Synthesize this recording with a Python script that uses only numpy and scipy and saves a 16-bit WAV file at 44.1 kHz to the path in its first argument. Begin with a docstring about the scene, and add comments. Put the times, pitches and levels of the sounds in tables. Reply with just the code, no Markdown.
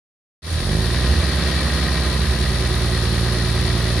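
"""Six-cylinder truck revving up

A six-cylinder truck picks up revs and settles to a fast idle; the sound fades in from silence.
Exhaust puffs ring a pipe, valve ticks ring the engine block, shaped noise makes the fan and intake roar.
One jolt per engine cycle hums in a body panel, and gliding sines swell the bass.
A second engine further off is a few sine orders, under a wide bright hiss that flutters at its rate."""
import sys
import numpy as np
from scipy import signal
from scipy.fft import rfft, irfft, next_fast_len
from scipy.io import wavfile
from scipy.ndimage import map_coordinates

SR = 44100
rng = np.random.default_rng(int(sys.argv[2]) if len(sys.argv) > 2 else 0)


def put_to_file(sound):
    """Save the sound as 16-bit audio at rate SR, in the file named by the first command-line argument."""
    columns = np.atleast_2d(sound).T  # one column per channel
    safe = np.clip(columns, -1, 1)
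    whole_steps = np.round(safe * 32767)
    wavfile.write(sys.argv[1], SR, whole_steps.astype(np.int16))


N = 176400  # samples: 4 s

# The truck's cylinders in firing order.
# Each row: strength in dB, delay on the way to the pipe in seconds, both scaled by the unevenness.
CYLINDER_ROWS = [(-0.3, 0.00066), (-0.8, 0.0021), (-2.6, 0.001), (-0.8, 0.0032), (-0.1, 0.00082),
                 (-4, 0.002)]


def amp(db):
    """Decibels to gain."""
    return 10 ** (np.asarray(db) / 20)


def unit(x):
    """Scale to rms 1."""
    return x / np.sqrt(np.mean(x ** 2) + 1e-20)


def along(points, hz):
    """Read (Hz, value) points at hz, on a log frequency axis."""
    f, v = np.transpose(points)
    return np.interp(np.log(hz + 1), np.log(f + 1), v)


def curves(rows):
    """One value per sample for each column after the time."""
    s, *cols = np.transpose(rows)
    return [np.interp(np.arange(N) / SR, s, c) for c in cols]


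def wobble(rate):
    """A smooth random curve, rate knots a second."""
    knots = rng.standard_normal(int(N * rate / SR) + 4)
    return map_coordinates(knots, [np.arange(N) * rate / SR])


def filtered(x, response):
    """Multiply the spectrum of x by a complex response of frequency."""
    m = 2 * next_fast_len(N // 2 + SR // 4)  # zero-padded so that tails do not wrap round
    return irfft(rfft(x, m) * response(np.fft.rfftfreq(m, 1 / SR)), m)[..., :N]


def causal(db):
    """The minimum-phase response with these gains: it rings only after each impulse."""
    cepstrum = irfft(db * np.log(10) / 20)
    half = len(cepstrum) // 2
    cepstrum[1:half] *= 2
    cepstrum[half + 1:] = 0
    return np.exp(rfft(cepstrum))


def noise(spectrum):
    """Random noise with the given (Hz, dB per Hz) spectrum."""
    white = rng.standard_normal(N) * np.sqrt(SR / 2)  # 0 dB per Hz
    return filtered(white, lambda hz: amp(along(spectrum, hz)))


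def pulses(at, sizes):
    """Impulses at fractional sample positions, each shared between two samples."""
    at = np.clip(at, 0, N - 1)
    i = at.astype(int)
    early = np.bincount(i, sizes * (1 - at + i), N + 1)
    late = np.bincount(i + 1, sizes * (at - i), N + 1)
    return (early + late)[:N]


def throb(firings, depth_db, uneven_db):
    """A gain that swells once per firing, never twice alike."""
    return unit(amp(depth_db * np.cos(2 * np.pi * firings) + uneven_db * wobble(160)))


def exhaust(firings, rate, level_db, bark_db, uneven):
    """One puff per firing rings the pipe; unequal cylinders roughen it and the upper bark comes and goes."""
    # The pipe's resonances. Each row: frequency in Hz, gain in dB.
    pipe_gains = [(22, -90.5), (28, -52), (38, -27), (48, -29.5), (57, -22), (66, -18.5), (86, -27.5),
                  (100, -31), (115, -21), (132, -30.5), (150, -27.5), (170, -30), (200, -33.5), (230, -32),
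                  (250, -48), (290, -41), (320, -38.5), (345, -41.5), (375, -32.8), (395, -47), (420, -49),
                  (480, -44), (560, -47.5), (640, -48), (900, -61.5), (2000, -91.5)]
    scatter_db, jitter_s, bark_hz = 0.3, .00006, 123  # random strength and timing (rms), bark's lower edge
    k = np.arange(1, int(firings[-1]) + 1)
    chance = rng.standard_normal((len(k), 2))
    cylinder = np.take(CYLINDER_ROWS, k, axis=0, mode="wrap").T
    db, lag_s = np.interp(k, firings, uneven) * cylinder
    at = np.interp(k, firings, np.arange(N)) + SR * (lag_s + jitter_s * chance[:, 0])
    # an even train at this scale would have rms 1 in each harmonic at any rate
    puffs = pulses(at, amp(db + scatter_db * chance[:, 1])) * SR / rate / np.sqrt(2)
    pipe = filtered(puffs, lambda hz: causal(along(pipe_gains, hz)))
    bark = filtered(pipe, lambda hz: 1 - 1 / (1 + (hz / bark_hz) ** 6))
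    return amp(level_db) * (pipe + (amp(bark_db) - 1) * bark)


def valves(firings, scatter_db):
    """The same uneven row of ticks in every engine cycle rings the block, with a little noisy scrape."""
    # The valve train. Each row: place in the engine cycle 0-1, tick strength in dB.
    tick_rows = [(.065, 0.5), (.18, -4.5), (.24, -2.5), (0.346, 0.5), (0.416, -2), (.485, 2), (.555, -4.5),
                 (0.679, -.5), (.72, 1.5), (.78, -10), (.905, -1.5)]
    # Ringing of the engine block. Each row: frequency in Hz, width in Hz, relative gain in dB.
    block_modes = [(1026, 35, 1), (1214, 70, -2.5), (1251, 34, 2), (1600, 36, -1), (1709, 30, -0.5),
                   (1860, 48, 4), (1971, 67, 0.5), (2320, 31, -0.5), (2590, 65, -7), (3840, 650, -12),
                   (4430, 230, -8), (4650, 72, -4.5)]
    valve_db, tick_s, scrape_share = -35.5, 0.0023, 0.087  # level, decay time and amount of the scrape
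    cycles = firings / len(CYLINDER_ROWS)
    place, db = np.transpose(tick_rows)
    turns = np.arange(int(cycles[-1]) + 1)[:, None] + place
    sizes = amp(db + scatter_db * rng.standard_normal(turns.shape))
    sizes = sizes * (turns < cycles[-1])  # no ticks past the end
    ticks = pulses(np.interp(turns.ravel(), cycles, np.arange(N)), sizes.ravel())
    decays = signal.lfilter([1], [1, -np.exp(-1 / (tick_s * SR))], ticks)
    scrape = decays * rng.standard_normal(N)

    def block(f):
        """Sum of resonances with alternating sign."""
        total = 0
        for k, (centre, width, db) in enumerate(block_modes):
            loss = 1j * f * width
            total = total + (-1) ** k * amp(db) * loss / (centre * centre - f * f + loss)
        return total

    return amp(valve_db) * unit(filtered(ticks + scrape_share * scrape, block))


def roar(firings, lope_db):
    """Rush of fan and intake: shaped noise that throbs per firing and lopes once per engine cycle."""
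    # Each row: frequency in Hz, density in dB per Hz.
    rush_spectrum = [(20, -92), (45, -76), (100, -59), (160, -54), (220, -59), (280, -60.5), (370, -61),
                     (480, -63), (650, -63.5), (880, -70), (1150, -67), (1450, -69), (1800, -66),
                     (2300, -74), (3200, -74.5), (6000, -85), (9000, -115)]
    return noise(rush_spectrum) * amp(lope_db) * throb(firings, depth_db=0.5, uneven_db=-0.1)


def far_engine(firings, waver_db):
    """Only the lowest orders of the further engine carry: sines whose levels waver."""
    # Each row: multiple of the firing rate, level in dB.
    orders = [(1, -28), (2, -39.5), (3, -57.5)]
    total = 0
    for multiple, db in orders:
        level = np.sqrt(2) * amp(db + waver_db * wobble(4.97))
        total = total + level * np.sin(2 * np.pi * multiple * firings)
    return total


def hiss(far_firings, firings, swell_db):
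    """Separate noise at each side flutters at the further engine's rate; the left throbs with the truck too."""
    # Hiss at each side. Each row: frequency in Hz, density in dB per Hz.
    left_spectrum = [(100, -89), (800, -75), (1500, -67.5), (2500, -68.5), (3000, -67), (3600, -61.5),
                     (4300, -58), (4900, -66.5), (5400, -64.5), (5900, -79), (7000, -79.5), (8200, -86.5),
                     (9500, -98), (10500, -120)]
    right_spectrum = [(100, -66), (800, -67), (2500, -78.5), (3600, -75.5), (4150, -91), (4700, -63),
                      (4950, -79), (5500, -68.5), (6100, -75), (6500, -69.5), (7300, -80), (8400, -74),
                      (9000, -71), (9500, -66), (10500, -72), (11500, -76.5), (12500, -82), (13200, -109)]
    # Share of the truck's mechanical swell, in dB, that the hiss follows: left, right.
    follows = [0.72, 0.15]
    left = noise(left_spectrum) * throb(far_firings, depth_db=1.25, uneven_db=.5)
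    left = left * throb(firings, depth_db=0.8, uneven_db=0.53)
    right = noise(right_spectrum) * throb(far_firings, depth_db=1.45, uneven_db=0.88)
    return np.array([left, right]) * amp(np.outer(follows, swell_db))


def booms():
    """The bass swells briefly as the revs rise and again as they fall: gliding sines in bell-shaped swells."""
    # Each row: centre in seconds, width in seconds, pitch in Hz, glide in Hz per second, peak level in dB.
    swells = [(0.54, 0.061, 82, -5, -23), (1.154, 0.12, 77, 99, -21), (2.3, 0.16, 71.2, 6, -24)]
    total = 0
    for s, width, hz, glide, db in swells:
        t = np.arange(N) / SR - s
        bell = np.exp(-(t / width) ** 2)
        total = total + np.sqrt(2) * amp(db) * bell * np.sin(2 * np.pi * t * (hz + glide * t / 2))
    return total


def panel(firings):
    """One jolt per engine cycle sets a body panel humming; the hum sinks at the top of the revs."""
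    # Each row: time in seconds, level of the hum in dB.
    hum_level = [(.6, -61), (.75, -40), (1.05, -38.5), (1.3, -56), (1.9, -55), (2.1, -40), (2.32, -36.5),
                 (2.6, -40), (4, -41.5)]
    pitch_hz, width_hz, place = 369.3, 28, 0.2002  # place of the jolt in the engine cycle 0-1
    cycles = firings / len(CYLINDER_ROWS)
    turns = np.arange(int(cycles[-1])) + place
    jolts = pulses(np.interp(turns, cycles, np.arange(N)), np.ones(len(turns)))

    def ring(f):
        """The same resonance twice over, so the hum builds up softly."""
        loss = 1j * f * width_hz
        return (loss / (pitch_hz ** 2 - f * f + loss)) ** 2

    return amp(curves(hum_level)[0]) * unit(filtered(jolts, ring))


def scene():
    """Both engines sit near the middle and beat against each other; the hiss is wide."""
    # The truck's revs. Each row: time in seconds, firing rate in Hz.
    truck_speed = [(.42, 33.5), (.55, 39), (.7, 49.8), (.8, 55), (1, 61.5), (1.17, 65.8), (1.45, 66.9),
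                   (1.7, 65.8), (2, 64.1), (2.4, 60.6), (2.7, 58.4), (3, 57.2), (3.5, 57.6), (4, 58)]
    # The further engine's revs. Each row: time in seconds, firing rate in Hz.
    far_speed = [(.42, 81.1), (.7, 79.3), (1.15, 77.4), (1.9, 76.6), (2.8, 76.5), (3.2, 78.1), (4, 79.9)]
    # How the truck works. Each row: time in seconds, exhaust level in dB, extra level of its upper bark
    # in dB, level of the mechanical noise in dB, unevenness of the cylinders (0 even, 1 as in their rows).
    effort = [(.45, -13.5, -4.5, -4, 0.56), (.6, -5, -6.5, -2.5, 0.48), (.7, 5, -2, -2.5, 0.24),
              (.8, 1.5, 0.5, -1.5, 0.28), (.92, -0.5, -3.5, 0.6, 0.86), (1.05, 3, -2.5, 1, 0.72),
              (1.2, -1.7, 2, 1.2, 1.15), (1.5, -1.5, 2.5, 2.5, 1.23), (2, -1.3, 2, 1, 1.15),
              (2.45, 0.5, -2, 0, 1.05), (3, -0.5, 0, 0, 0.82), (4, -1, 1, 0.9, 0.93)]
    # Stereo placing of the engines. 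Each row: frequency in Hz, left minus right in dB.
    side_balance = [(60, -2.05), (140, -3.5), (320, -4.5), (740, -1.5), (1200, -4), (1900, -1), (4000, -7)]
    lope_depth_db, lope_place = 0.45, 0.52  # swell of roar and hiss, its place in the engine cycle 0-1

    rate, = curves(truck_speed)
    firings = np.cumsum(rate) / SR
    far_firings = np.cumsum(curves(far_speed)[0]) / SR
    level_db, bark_db, machine_db, uneven = curves(effort)
    lope_db = lope_depth_db * np.cos(2 * np.pi * (firings / len(CYLINDER_ROWS) - lope_place))

    engines = exhaust(firings, rate, level_db, bark_db, uneven)
    machine = valves(firings, scatter_db=0.5) + roar(firings, lope_db)
    engines = engines + amp(machine_db) * machine
    engines = engines + far_engine(far_firings, waver_db=0.8) + panel(firings) + booms()
    halves = np.array([[.5], [-.5]])  # left gains half the difference, right loses half
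    placed = filtered(engines, lambda hz: amp(along(side_balance, hz) * halves))
    return placed + hiss(far_firings, firings, machine_db + lope_db)


def record(dry):
    """A short fade from silence, and a steep cut of the extreme treble."""
    start_s, fade_s, shape, top_hz = 0.42, 0.11, 0.72, 13400  # nothing passes above top_hz
    fade = np.clip((np.arange(N) / SR - start_s) / fade_s, 0, 1) ** shape
    return filtered(dry * fade, lambda hz: np.clip((top_hz - hz) / 200, 0, 1))


dry = scene()
out = record(dry)
put_to_file(out)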